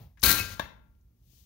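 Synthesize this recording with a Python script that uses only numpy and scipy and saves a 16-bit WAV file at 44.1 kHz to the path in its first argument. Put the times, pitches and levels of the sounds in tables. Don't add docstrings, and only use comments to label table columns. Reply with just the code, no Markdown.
import sys
import numpy as np
from scipy import signal
from scipy.fft import rfft, irfft
from scipy.io import wavfile

SR = 44100
rng = np.random.default_rng(int(sys.argv[2]) if len(sys.argv) > 2 else 0)


def master_out(mix):
    frames = np.transpose(np.atleast_2d(mix))
    ceiling = np.clip(frames, -1, 1)
    pcm = np.round(ceiling * 32767).astype(np.int16)
    wavfile.write(sys.argv[1], SR, pcm)


N = 63945
CELLS_PER_S, CELL_SPREAD_DB = 10000, 3
# f/Hz, level/dB
RIGHT_SHADE = [(200, 1), (380, -5), (700, -7), (1300, -13), (2400, -15), (4400, -18), (8100, -20.5),
               (11000, -15), (15000, -25)]


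def tearing(judder_hz=219.9, judder_db=1.3):
    # t/s, level/dB
    push = [(.226, -51), (.231, -20), (.238, -18.5), (.27, -17), (.315, -21.5), (.345, -23.5), (.38, -27),
            (.41, -32), (.432, -59), (.45, -54.5)]
    # t/s, length/s, level/dB
    splits = [(.2355, .0055, -13), (.257, .008, -14.5), (.281, .003, -19), (.2928, .0052, -11.5),
              (.3035, .0055, -15), (.3135, .0042, -12.5), (.3245, .004, -19), (.3935, .005, -25),
              (.405, .004, -31)]
    # f/Hz, level/dB
    flesh_eq = [(80, -1.5), (250, 3), (550, -5), (1400, 1), (2500, 0), (3300, -1.5), (4200, 2), (5500, -2),
                (10000, 0), (15500, -4)]
    # f/Hz, level/dB
    split_eq = [(300, -20.5), (2000, -1), (3300, -18), (4200, 4.5), (5500, -5), (9000, -3.5), (13000, -3),
                (15500, -3.5)]
    cells = crackle(CELLS_PER_S, CELL_SPREAD_DB) * fader(push) * amp(judder_db * wander(judder_hz))
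    runs = sum(amp(db) * burst(s, length, release=.0013) for s, length, db in splits)
    return colour(cells, flesh_eq) + colour(crackle(SR / 2, spread_db=2) * runs, split_eq)


def blade_ring(cut):
    # f/Hz, level/dB, t60/s
    blade_modes = [(1233, -16, .4), (1388, -1, .75), (1561, -4, .36), (1590, 3.5, .42), (1976, -9, .25),
                   (2229, -12, .4), (2471, -6, .42), (2500, -8, .4), (3092, -10, .25), (3861, -7, .12),
                   (3926, -7, .12), (4047, -4, .17), (4320, -2, .12), (4434, -10, .2), (4473, -5, .15),
                   (12550, -10, .2), (15570, -4, .15)]
    flick = amp(10.5) * colour(impulse(.266), [(1600, 0), (2400, -4), (4000, -9), (15000, -14)])
    return ring(amp(-13) * cut + flick, blade_modes)


def frame_thuds(cut):
    # f/Hz, level/dB, t60/s
    frame_modes = [(52, -3, .2), (97, 0, .2), (112, -4, .18), (172, -7, .25), (223, -8, .2), (307, -8, .25)]
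    # t/s, level/dB
    hits = [(0.2311, -28.5), (0.251, -31), (0.2695, -22), (0.393, -43), (0.594, -41), (0.63, -36.5)]
    return amp(-15) * ring(cut, frame_modes) + sum(thud(s, db) for s, db in hits)


def thud(start, db, hz=66):
    swing = np.sin(2 * np.pi * hz * (clock() - start))
    return 2 * amp(db) * burst(start, 0, release=.0098) * swing


def knocking():
    # t/s, level/dB
    blows = [(.571, -48), (0.58, -40.5), (0.595, -30), (0.596, -17), (0.5987, -22), (.607, -28),
             (.617, -34.5), (.622, -37), (.655, -39.5)]
    # f/Hz, level/dB
    knock_eq = [(80, -4), (160, 5), (280, 4), (450, -2), (750, 5), (1300, 6.5), (1700, 7), (2800, -0.5),
                (3800, 0.5), (6400, -14), (10000, -16.5), (15500, -18.5)]
    rattle = sum(amp(db) * burst(s, 0, release=.002) for s, db in blows) * crackle(SR / 2, spread_db=2)
    snaps = amp(7) * sum(amp(db) * impulse(s) for s, db in blows)
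    return colour(snaps + rattle, knock_eq)


def stop_ring(knock):
    # f/Hz, level/dB, t60/s
    stop_modes = [(700, -3, .03), (1130, -3, .03), (1270, 0, .04), (1680, 2, .035), (1760, -2, .03),
                  (2400, -7, .04), (3850, -7, .05)]
    return amp(-6) * ring(knock, stop_modes)


def sliding():
    # t/s, level/dB
    slide = [(.34, -45.5), (.41, -32.5), (.47, -39), (.535, -40), (.555, -48.5), (.6, -56)]
    # f/Hz, level/dB
    wet_eq = [(200, 7.5), (700, -3.5), (1400, 1), (3000, 1.5), (4600, 2), (7000, -1), (10000, -5),
              (15500, -8)]
    return colour(crackle(CELLS_PER_S, CELL_SPREAD_DB) * fader(slide), wet_eq)


def squeaking(peak_s=.394, width_s=.016):
    # f/Hz, level/dB, t60/s
    squeak_modes = [(97, -3, .1), (191.5, -8, 0.071), (1272.5, -6.5, 0.066), (2210, -3.5, 0.07),
                    (2570, 0.5, .06), (2530, -5, 0.02), (5148, -10, 0.046)]
    grip = np.exp(-((clock() - peak_s) / width_s) ** 2 / 2)
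    return amp(-31.5) * ring(crackle(rate=2200, spread_db=2) * grip, squeak_modes)


def ticking():
    # t/s, level/dB, centre f/Hz, decay/s
    ticks = [(0.1728, -44, 1750, 0.018), (0.1952, -47.5, 6000, 0.006), (0.209, -49.5, 12500, 0.0055),
             (.2187, -33, 6000, 0.006), (0.951, -65, 3100, .002), (1.011, -68, 5980, 0.0037)]
    sound = np.zeros(N)
    for s, db, hz, decay in ticks:
        band = [(hz / 4, -24), (hz / 2, -7), (hz, 2.5), (hz * 2, -16), (hz * 8, -30)]
        sound += colour(rng.standard_normal(N) * amp(db) * burst(s, 0, decay), band)
    return sound


def sleeve_swish():
    # t/s, level/dB
    swell = [(.8, -105), (1.15, -85), (1.25, -68), (1.32, -58.5), (1.39, -56.5), (1.45, -61)]
    # f/Hz, level/dB
    cloth_eq = [(300, -9), (1500, -16.5), (2300, -10), (3100, -2.5), (5000, -2.5), (7000, -1.5),
                (10000, -5), (15500, -5.5)]
    return np.array([amp(db) * colour(rng.standard_normal(N), cloth_eq) * fader(swell)
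                     for db in (0, -26)])


def handling():
    # f/Hz, level/dB
    shuffle_eq = [(30, -38), (95, -18), (160, -30.5), (300, -43.5), (800, -43), (1400, -56), (4000, -57.5),
                  (8000, -66.5), (15500, -61)]
    shuffle = colour(rng.standard_normal(N) * burst(0, hold=.028, release=.045), shuffle_eq)
    return np.array([shuffle, colour(shuffle, RIGHT_SHADE)])


def early_reflections(x, db):
    scatter = rng.standard_normal(N) * burst(.0004, 0, release=.006)
    scatter = colour(scatter / np.linalg.norm(scatter), [(150, -13.5), (1200, 1.5)])
    loss_db = -10 * np.log10(1 + amp(db) ** 2)
    return colour(x, [(150, .0064), (1200, loss_db)]) + amp(db + loss_db) * convolve(x, scatter)


def room_tail(build_s=.0072):
    # f/Hz, t60/s
    reverb_times = [(100, 1), (250, .85), (600, 0.56), (1500, 0.49), (4000, 0.34), (8000, .31),
                    (16000, 0.3)]
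    hz, t60s = np.array(reverb_times).T
    t, spectrum = clock(), rfft(rng.standard_normal(N))
    log_f = np.log(np.maximum(np.fft.rfftfreq(N, 1 / SR), 1))
    tail = np.zeros(N)
    for weights, t60 in zip(np.eye(len(hz)), t60s):
        band = irfft(spectrum * np.interp(log_f, np.log(hz), weights), N)
        tail += band * amp(-60 * t / t60)
    tail *= 1 - np.exp(-t / build_s)
    return tail / np.linalg.norm(tail)


def room_tone():
    # f/Hz, level/dB
    rumble_eq = [(20, -63.5), (40, -38), (58, -26.5), (85, -39.5), (115, -36.5), (170, -47.5), (300, -55.5),
                 (600, -70), (1500, -78.5), (4000, -85), (16000, -81.5)]
    rumble = colour(rng.standard_normal(N), rumble_eq)
    hiss = amp([[-85], [-86]]) * rng.standard_normal((2, N))
    return np.array([rumble, colour(rumble, RIGHT_SHADE)]) + hiss


def amp(db):
    return 10 ** (np.asarray(db) / 20)


def clock():
    return np.arange(N) / SR


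def fader(points):
    s, db = np.array(points).T
    return amp(np.interp(clock(), s, db)) * (clock() >= s[0]) * (clock() <= s[-1])


def burst(start, hold, release):
    age = clock() - start
    return (age >= 0) * np.exp(-np.maximum(age - hold, 0) / release)


def impulse(start):
    return 1. * (np.arange(N) == int(start * SR))


def crackle(rate, spread_db):
    snaps = (rng.random(N) < rate / SR) * rng.choice([-1, 1], N)
    snaps = snaps * amp(spread_db * rng.standard_normal(N))
    return snaps / np.std(snaps)


def wander(hz):
    return np.interp(clock() * hz, np.arange(N), rng.standard_normal(N)) / np.sqrt(2 / 3)


def convolve(x, response):
    return signal.fftconvolve(x, response)[:N]


def colour(x, points, size=8192):
    hz, db = np.array(points).T
    f = np.maximum(np.fft.rfftfreq(size, 1 / SR), 1)
    cepstrum = irfft(np.log(amp(np.interp(np.log(f), np.log(hz), db))))
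    cepstrum[1:size // 2] *= 2
    cepstrum[size // 2 + 1:] = 0
    return convolve(x, irfft(np.exp(rfft(cepstrum))))


def ring(x, modes):
    t = clock()
    response = sum(amp(db - 60 * t / t60) / np.sqrt(t60) * np.sin(2 * np.pi * hz * t)
                   for hz, db, t60 in modes)
    return convolve(x, response / np.linalg.norm(response))


def scene():
    cut, knock = tearing() + sliding(), knocking()
    cutter = cut + squeaking() + blade_ring(cut) + frame_thuds(cut) + ticking()
    rear = amp(3.5) * colour(tearing() + sliding(), [(150, -9.5), (700, -1.5), (2000, -.5)])
    close = cutter + knock + stop_ring(knock)
    left = early_reflections(close, db=-10.5)
    right = colour(early_reflections(close, db=-2.5) + rear, RIGHT_SHADE)
    send = amp(-15.5) * cutter + amp(-7) * knock
    reverb = np.array([amp(db) * convolve(send, room_tail()) for db in (0, -9)])
    bump = thud(start=1.334, db=-46)
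    return np.array([left, right]) + reverb + sleeve_swish() + handling() + bump + room_tone()


def record(dry):
    # f/Hz, level/dB
    port_eq = [(100, -3), (6800, 2), (7400, -5), (8400, -3), (10000, -1), (12500, 3.5), (15500, 8)]
    low_cut = signal.butter(4, 33, "high", fs=SR, output="sos")
    high_cut = signal.ellip(10, .2, 80, 15680, fs=SR, output="sos")
    heard = np.array([colour(channel, port_eq) for channel in dry])
    return signal.sosfilt(high_cut, signal.sosfilt(low_cut, heard))


dry = scene()
out = record(dry)
master_out(out)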